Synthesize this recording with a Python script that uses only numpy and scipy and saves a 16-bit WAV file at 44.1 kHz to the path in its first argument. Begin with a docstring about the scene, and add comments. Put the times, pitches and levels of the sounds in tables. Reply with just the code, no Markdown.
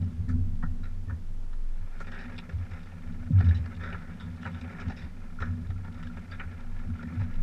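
"""At the waterline of a small sailing boat, wavelets lap and slap the hulls, heard from a point on one hull.
The hollow hull booms in a few low modes driven by noise, and its mount sways in one very low mode.
Lapping and slaps are noise bursts ringing through the brighter shell modes; plops are short decaying sines.
Thumps are sums of damped sines, tolls are tones of sinking pitch, and ticks are brief bright noise.
A soft, steady hiss of shaped noise lies beneath."""
import sys
import numpy as np
from scipy import signal
from scipy.fft import rfft, irfft, next_fast_len
from scipy.io import wavfile
from scipy.ndimage import uniform_filter1d

SR = 44100
rng = np.random.default_rng(int(sys.argv[2]) if len(sys.argv) > 2 else 0)


def digitize_waveform(pressure):
    """Quantize a signal to 16-bit integers and store it at the path in sys.argv[1].

    Rows of a 2-D input are taken as channels; values are limited to [-1, 1].
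    """
    field = np.atleast_2d(pressure).T
    bounded = np.clip(field, -1, 1)
    quanta = np.round(bounded * 32767).astype(np.int16)
    wavfile.write(sys.argv[1], SR, quanta)


N = 327562


def gain_of(db):
    """Definition of level: amplitude ratio = 10^(dB / 20)."""
    return 10 ** (np.asarray(db) / 20)


def evened(x):
    """Normalization: scales a signal to an rms of 1."""
    return x / np.sqrt(np.mean(x ** 2) + 1e-20)


def curves(rows):
    """Linear interpolation: turns each column after the time into a curve, sample by sample."""
    time, *columns = np.transpose(rows)
    return [np.interp(np.arange(N) / SR, time, column) for column in columns]


def mode_shapes(modes, size, passes=1):
    """Resonance: one response per mode; their sum passes white noise at unchanged rms."""
    hz = np.fft.rfftfreq(size, 1 / SR) + 1e-3  # the offset avoids division by zero
    shapes = []
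    for k, (centre, width, db) in enumerate(modes):
        detuning = (hz - centre * centre / hz) / width
        sign = (-1) ** k  # neighbouring modes have opposite polarity
        shapes.append(sign * gain_of(db) / (1 + 1j * detuning) ** passes)
    shapes = np.array(shapes)
    return shapes / np.sqrt(np.mean(abs(shapes.sum(0)) ** 2))


def ring(x, modes, passes=1):
    """Modal superposition: passes x, or one row of x for each mode, through the modes and adds them."""
    length = x.shape[-1]
    size = next_fast_len(length + SR // 4)
    spectrum = (rfft(x, size) * mode_shapes(modes, size, passes)).sum(0)
    return irfft(spectrum, size)[:length]


def steadied(x, seconds, share):
    """Envelope compression: evens out part of the chance swells that last longer than the given time."""
    size = max(round(seconds * SR), 1)
    power = uniform_filter1d(uniform_filter1d(x ** 2, size), size)
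    return evened(x / (abs(power) + 1e-9) ** (share / 2))


def humming(modes, passes, seconds, share):
    """Random excitation: noise keeps the modes sounding, with part of their slow swells evened out."""
    noise = rng.standard_normal(N + SR)
    return steadied(ring(noise, modes, passes), seconds, share)[SR:]  # the build-up is dropped


def damped(x, hz):
    """Low-pass transmission: second order, little passes above hz."""
    return signal.sosfilt(signal.butter(2, hz, fs=SR, output="sos"), x)


def wavelets(per_s, spread_db, rise, t60, count):
    """Shot noise: envelopes of rms 1 made of short puffs at random moments, a few of them large."""
    sizes = gain_of(spread_db * np.minimum(rng.exponential(1, (count, N)), 4))
    struck = rng.random((count, N)) < per_s / SR
    t = np.arange(3000) / SR
    puff = gain_of(-60 * t / t60) * (1 - np.exp(-t / rise))
    return evened(signal.oaconvolve(sizes * struck, puff[None], axes=1)[:, :N])


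# restless water under the hull: (time [s], level of low modes [dB], level of upper modes [dB])
RESTLESS_WATER = [(0.0, -27.5, -27.5), (0.18, -39, -48.5), (0.41, -31.5, -49), (0.58, -38, -41.5),
                  (1.0, -41.5, -51.5), (1.7, -53, -60), (2.25, -44.5, -45.5), (2.8, -48.5, -51),
                  (3.1, -41.5, -44.5), (3.6, -32.5, -43.5), (4.15, -45.5, -43.5), (4.7, -40.5, -42.5),
                  (5.3, -50, -47.5), (5.6, -35.5, -45.5), (6.1, -43, -44.5), (6.75, -43, -49.5),
                  (7.14, -48, -38.5), (7.43, -40.5, -44.5)]
# waves that heave the hull: (start [s], hold after the rise [s], low modes [dB], upper modes [dB])
HEAVING_WAVES = [(0.16, 0.081, -32.5, -46), (0.27, 0.11, -27, -33.5), (1.064, 0.036, -28.5, -43.5),
                 (1.76, 0.035, -40.5, -60), (2.7, 0.012, -39, -70), (3.34, 0.13, -35, -37),
                 (4.23, 0.032, -37, -46), (4.45, 0.024, -30.5, -58), (4.86, 0.006, -31.5, -36),
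                 (5.025, 0.013, -36.5, -46), (5.4, 0.12, -32.5, -43.5), (5.68, 0.013, -30, -48),
                 (6.43, 0.026, -39.5, -60), (6.835, 0.048, -39.5, -38), (7.05, 0.043, -37, -42),
                 (7.2, 0.021, -28.5, -57)]
BOOM_RISE_S, BOOM_FALL_DB_PER_S = 0.018, 190


def heave():
    """Addition of powers: the restless water plus each boom, which rises, holds and dies."""
    power = gain_of(curves(RESTLESS_WATER)) ** 2
    for start, held, *db in HEAVING_WAVES:
        t = np.arange(N) / SR - start
        rise = np.sin(np.pi / 2 * np.clip(t / BOOM_RISE_S, 0, 1)) ** 2
        fall = gain_of(-BOOM_FALL_DB_PER_S * np.maximum(t - BOOM_RISE_S - held, 0))
        power = power + (gain_of(db)[:, None] * rise * fall) ** 2
    return np.sqrt(power)


# low and upper modes of the hollow hull:
# (centre frequency [Hz], width for a single pass [Hz], relative level for a single pass [dB])
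LOW_MODES = [(62.3, 5, -7.5), (76, 5, -4.5), (81.85, 5.6, -2.5), (91.5, 5.26, 2)]
UPPER_MODES = [(165.1, 8.25, 2), (183.4, 39.7, -8), (222.9, 17.2, -6), (242.7, 9.3, -1)]


def hull():
    """Forced resonance: restless water keeps the modes of the hollow hull sounding."""
    low_level, upper_level = heave()
    low = low_level * humming(LOW_MODES, 1.075, 0.16, 0.94)
    upper = upper_level * humming(UPPER_MODES, 1.12, 0.38, 0.16)
    return low + upper


# sway of the mount: (time [s], level [dB])
SWAY_LEVEL = [(0.0, -43), (0.25, -34), (0.5, -29.5), (1.14, -33), (1.55, -28), (2.54, -44), (2.96, -38),
              (4.57, -49.5), (5.36, -37), (5.92, -43), (6.7, -36.5), (7.22, -35), (7.43, -25.5)]
SWAY_HZ, SWAY_WIDTH_HZ = 20.74, 5.84  # the width is that of a single pass


def mount():
    """Narrow-band resonance: one very low mode that wanders slowly in strength."""
    sway = humming([(SWAY_HZ, SWAY_WIDTH_HZ, 0)], 3.65, 0.49, 0.71)
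    sway = damped(damped(sway, SWAY_HZ), SWAY_HZ)
    return gain_of(curves(SWAY_LEVEL)[0]) * evened(sway)


# lapping along the waterline: (time [s], level [dB])
LAP_LEVEL = [(0.0, -55), (0.31, -82), (1.41, -81), (1.88, -63.5), (2.15, -52), (2.52, -56), (3.3, -59.5),
             (3.41, -49), (3.58, -53.5), (4.2, -59), (4.85, -49.5), (5.07, -60.5), (5.7, -61),
             (6.21, -56.5), (6.7, -58.5), (7.01, -54.5), (7.43, -57)]
# modes of the shell and its bright modes, rung by laps and slaps:
# (centre frequency [Hz], width for a single pass [Hz], relative level for a single pass [dB])
SHELL_MODES = [(396, 41, -3.5), (536, 46, -2.5), (764, 119, -5.5), (940, 110, -6.5), (1364, 134, -1),
               (1514, 50, -5.5), (1657, 88, -4), (1854, 102, -5), (1995, 180, -8), (2382, 390, -10)]
BRIGHT_MODES = [(2836, 290, -5.5), (3590, 200, -4.5), (3917, 72, -5), (4430, 640, -14.5), (5310, 590, -10),
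                (7800, 660, -18.5)]
LAP_TREBLE_DB = -12.5  # bright modes relative to the shell modes


def lapping():
    """Modulated noise: wavelets wash the shell, droplets tick in the treble, plips each wake one mode."""
    level_db = curves(LAP_LEVEL)[0]
    wash = wavelets(220, 1.5, .003, .05, count=1)
    droplets = wavelets(45, 3, .0006, .025, count=1)
    shell_beat = 0.14 + wash
    bright_beat = 0.18 + 0.44 * wash + droplets
    out = np.zeros(N)
    for modes, db, beat in ((SHELL_MODES, level_db, shell_beat),
                            (BRIGHT_MODES, level_db + LAP_TREBLE_DB, bright_beat)):
        plips = wavelets(150, 2, .002, .025, count=len(modes))
        envelopes = evened(beat * (1.9 + plips))
        out += ring(gain_of(db) * envelopes * rng.standard_normal(N), modes)
    return out


# steady hiss of air and far water: (frequency [Hz], relative spectral density [dB per Hz])
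HISS_SPECTRUM = [(15, 9), (35, 12), (60, 8.5), (130, 5), (280, 1.5), (700, -5.5), (1500, -9.5),
                 (3000, -16.5), (6000, -21), (11000, -27.5), (15000, -35.5)]
HISS_DB = -56.5  # rms before the band limit


def hiss():
    """Spectral shaping: steady noise weighted along a smooth curve over log frequency."""
    f, db = np.transpose(HISS_SPECTRUM)
    hz = np.fft.rfftfreq(N, 1 / SR)
    shape = gain_of(np.interp(np.log(hz + 1), np.log(f + 1), db)) * (hz > f[0])
    return gain_of(HISS_DB) * evened(irfft(rfft(rng.standard_normal(N)) * shape, N))


# hollow plops and droplets: (time [s], strength before the rise and flutter [dB], pitch [Hz])
PLOP_EVENTS = [(0.282, -45, 1780), (.836, -52, 3930), (1.084, -44, 1800), (2.489, -41, 508),
               (3.405, -37, 713), (3.4067, -30, 1420), (3.487, -43.5, 3800), (3.509, -32, 1727),
               (3.927, -43, 2900), (4.447, -42, 2920), (5.387, -36, 1395), (5.42, -45.5, 3830),
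               (5.76, -46, 1370), (6.098, -42, 1390), (6.313, -44.5, 4650), (6.397, -40.5, 2950),
               (6.954, -40, 1360), (6.993, -37, 1400), (7.052, -42, 1800), (7.083, -42, 1800)]
PLOP_RISE_S, PLOP_T60_S, PLOP_ROUGH = .0015, .05, .4


def plops():
    """Free decay of a single resonance: each is one short ring that flutters a little."""
    out, t = np.zeros(N), np.arange(4000) / SR
    draws = rng.standard_normal((len(PLOP_EVENTS), len(t)))
    for (s, strength_db, hz), chance in zip(PLOP_EVENTS, draws):
        flutter = 1 + PLOP_ROUGH * evened(uniform_filter1d(chance, size=100))
        envelope = gain_of(strength_db - 60 * t / PLOP_T60_S) * (1 - np.exp(-t / PLOP_RISE_S))
        out[round(s * SR):][:len(t)] += envelope * flutter * np.sin(2 * np.pi * hz * t)
    return out


# crisp ticks that arrive through the air: (time [s], strength before the rise and band-pass [dB])
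TICK_EVENTS = [(0.288, -53.5), (2.001, -53.5)]


def ticks():
    """Band-limited impulse noise: 34 ms of bright noise with a very fast onset, 3.5 to 7 kHz."""
    out, t = np.zeros(N), np.arange(1500) / SR
    draws = rng.standard_normal((len(TICK_EVENTS), len(t)))
    for (s, strength_db), spray in zip(TICK_EVENTS, draws):
        envelope = gain_of(strength_db - 60 * t / 0.3) * (1 - np.exp(-t / 0.00021))
        out[round(s * SR):][:len(t)] = envelope * spray
    return signal.sosfilt(signal.butter(2, [3500, 7000], "bandpass", fs=SR, output="sos"), out)


# slaps on the shell: (time, 1 ms after the onset [s], peak of the shell part before the low-pass [dB],
# treble peak relative to it [dB], t60 of the spray [s], frequency the struck spot favours [Hz])
SLAP_EVENTS = [(0.2918, -37, -24, 0.14, 1360), (0.627, -31.5, -60, 0.11, 1540),
               (0.833, -43.5, -9.5, 0.32, 1790), (1.0974, -38.5, -31, 0.14, 1310),
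               (1.5302, -47.5, -8, 0.05, 1170), (2.0039, -32.5, -19, 0.061, 1370),
               (2.07, -39.5, -9.5, 0.084, 1500), (2.1195, -36, -12, 0.46, 1370),
               (2.188, -35.5, -10.5, 0.42, 1420), (2.381, -36, 1.5, 0.064, 2340),
               (2.493, -38.5, -11, 0.047, 1510), (2.71, -42, -10, 0.31, 1360),
               (3.403, -30.5, -16, 0.2, 1410), (3.456, -41.5, -8.5, 0.15, 1730),
               (3.4856, -39, -6, 0.091, 1630), (3.5449, -44, 1.5, 0.2, 1780),
               (3.6591, -37.5, -8, 0.024, 1870), (3.7982, -37, -10, 0.52, 1640),
               (3.83, -32.5, -9.5, 1, 1550), (3.925, -33.5, -22, 0.079, 1860),
               (3.944, -31.5, -43, 0.059, 1480), (4.2, -39, -5, 0.28, 1710),
               (4.4234, -35.5, -9.5, 0.24, 1730), (4.4506, -30, -34, 0.063, 1410),
               (4.463, -32.5, -14, 0.13, 1740), (4.5393, -38, -7.5, 0.26, 1660),
               (4.6123, -39.5, -3, 0.069, 1660), (4.798, -34.5, -9, 0.18, 1520),
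               (4.898, -34.5, -11, 0.11, 1720), (4.966, -40.5, -4.5, 0.47, 2310),
               (5.018, -41.5, -6.5, 0.27, 1670), (5.403, -33.5, -14, 0.34, 1440),
               (5.4224, -27, -28, 0.031, 1440), (5.7025, -40, -11, 0.066, 1400),
               (5.846, -41, -24, 0.31, 1380), (5.977, -46, -10, 0.33, 1350), (6.028, -40.5, -5, 0.1, 1750),
               (6.068, -41, -15, 0.044, 1850), (6.17, -38, -15, 0.069, 1810),
               (6.316, -36.5, -7, 0.25, 1650), (6.3973, -30, -17, 0.12, 1380),
               (7.028, -36.5, -11, 0.041, 1810), (7.197, -40, -14, 0.28, 1310)]
# how the struck spot picks its modes: chance, slope, and the most lost above and below its frequency
SPOT_SPREAD_DB, SPOT_DB_PER_OCTAVE, FAR_ABOVE_DB, FAR_BELOW_DB = 3.5, -10.5, -0.5, -6.5
BROAD_HZ, BROAD_FOLLOWS_TREBLE = 150, .4  # wider modes take on this share of the treble's dB
KNOCK, KNOCK_S = 11.8, 0.00042  # initial height over the spray, time constant
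SLAP_RISE_S, TREBLE_T60_S = 0.0019, 0.98  # the treble decay comes on top of the spray's own
CLUMP_DB, CLUMP_S = 3.5, .002  # the spray of a slap lands in clumps


def slaps():
    """Impact excitation: a knock and a dying spray of noise; each spot wakes its own mix of modes."""
    out, t = np.zeros(N + SR), np.arange(SR // 3) / SR
    shell_hz, width_hz, _ = np.transpose(SHELL_MODES)
    shell_count = len(SHELL_MODES)
    draws = rng.standard_normal((len(SLAP_EVENTS), 2 * len(t) + shell_count + len(BRIGHT_MODES)))
    knock = KNOCK * np.exp(-t / KNOCK_S)
    rise = 1 - np.exp(-t / SLAP_RISE_S)
    for (s, peak_db, treble_db, t60, spot_hz), draw in zip(SLAP_EVENTS, draws):
        spray, clumps, mix = np.split(draw, [len(t), 2 * len(t)])
        clumps = evened(uniform_filter1d(clumps, max(round(CLUMP_S * SR), 1)))
        decay = gain_of(CLUMP_DB * clumps) * gain_of(-60 * t / max(t60, .01))
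        burst = rise * (knock + decay) * steadied(spray, .0005, 0.42)

        mix_db = SPOT_SPREAD_DB * mix
        slope_db = SPOT_DB_PER_OCTAVE * abs(np.log2(shell_hz / spot_hz))
        floor_db = np.where(shell_hz > spot_hz, FAR_ABOVE_DB, FAR_BELOW_DB)
        near_db = np.maximum(slope_db, floor_db)
        near_db = near_db + BROAD_FOLLOWS_TREBLE * treble_db * (width_hz > BROAD_HZ)

        body_gains = gain_of(near_db + mix_db[:shell_count])[:, None]
        body = ring(body_gains * burst, SHELL_MODES, 1.18)
        treble_gains = gain_of(mix_db[shell_count:])[:, None]
        treble = ring(treble_gains * burst * gain_of(-60 * t / TREBLE_T60_S), BRIGHT_MODES)
        slap = body / abs(body).max() + gain_of(treble_db) * treble / abs(treble).max()
        at = round((s - .001) * SR)
        out[at:at + len(t)] += gain_of(peak_db) * slap
    return out[:N]


# heavy thumps under the hull: (time [s], strength of the push [dB])
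THUMP_EVENTS = [(.293, -43), (0.63, -24), (2.482, -34), (3.299, -14)]
# what a thump rings with: (frequency [Hz], level before the rise [dB], t60 [s])
THUMP_RINGS = [(152.8, -1.5, 0.14), (240, -5.5, 0.12), (530, -27.5, 0.09)]
THUMP_RISE_S = 0.007


def thumps():
    """Impulse response: a sudden push under the hull sets a few heavily damped modes ringing."""
    push, t = np.zeros(N), np.arange(SR // 5) / SR
    for s, strength_db in THUMP_EVENTS:
        push[round(s * SR)] = gain_of(strength_db)
    modes = sum(gain_of(db - 60 * t / t60) * np.sin(2 * np.pi * hz * t) for hz, db, t60 in THUMP_RINGS)
    rise = 1 - np.exp(-(t / THUMP_RISE_S) ** 2)
    return signal.oaconvolve(push, rise * modes)[:N]


# the heaviest waves leave the main low mode ringing clear:
# (start [s], length [s], starting pitch [Hz], level before the arch and low-pass [dB])
TOLL_EVENTS = [(0.666, 0.056, 94, -29), (2.532, 0.043, 86, -28), (2.572, 0.077, 93, -32.5),
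               (3.328, 0.085, 100, -17), (3.434, 0.097, 92.3, -18), (3.531, .062, 91.4, -26),
               (6.889, 0.067, 93, -31.5), (7.164, 0.067, 100, -27)]
TOLL_SAG_HZ_PER_S, TOLL_FLATNESS = 105, 0.31  # a smaller exponent makes a flatter arch


def tolls():
    """Frequency glide: a clear tone that swells, sinks a little in pitch and is choked by the water."""
    out = np.zeros(N)
    for (start, length, hz, db), turn in zip(TOLL_EVENTS, rng.random(len(TOLL_EVENTS))):
        t = np.arange(0, length, 1 / SR)
        arch = abs(np.sin(np.pi * t / length)) ** TOLL_FLATNESS
        cycles = turn + hz * t - TOLL_SAG_HZ_PER_S * t * t / 2
        tone = np.sqrt(2) * gain_of(db) * arch * np.sin(2 * np.pi * cycles)
        out[round(start * SR):][:len(t)] += tone
    return damped(out, 180)


def scene():
    """Superposition: all but the ticks and the hiss arrives through one hull."""
    high_pass = signal.butter(2, 45, "highpass", fs=SR, output="sos")
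    booming = signal.sosfilt(high_pass, damped(hull(), 450))
    splashing = damped(lapping() + slaps() + plops(), 5140)
    boat = booming + mount() + tolls() + thumps() + splashing
    fade_in = np.minimum(np.arange(N) / (.01 * SR), 1)  # over 10 ms
    return (fade_in * boat + ticks() + hiss())[None]


EDGE_HZ = 15030


def record(dry):
    """Band limitation: a linear-phase low-pass removes what lies above the edge."""
    band = signal.firwin(511, EDGE_HZ, window=("kaiser", 9), fs=SR)
    return signal.oaconvolve(dry, band[None], "same")


dry = scene()
out = record(dry)
digitize_waveform(out)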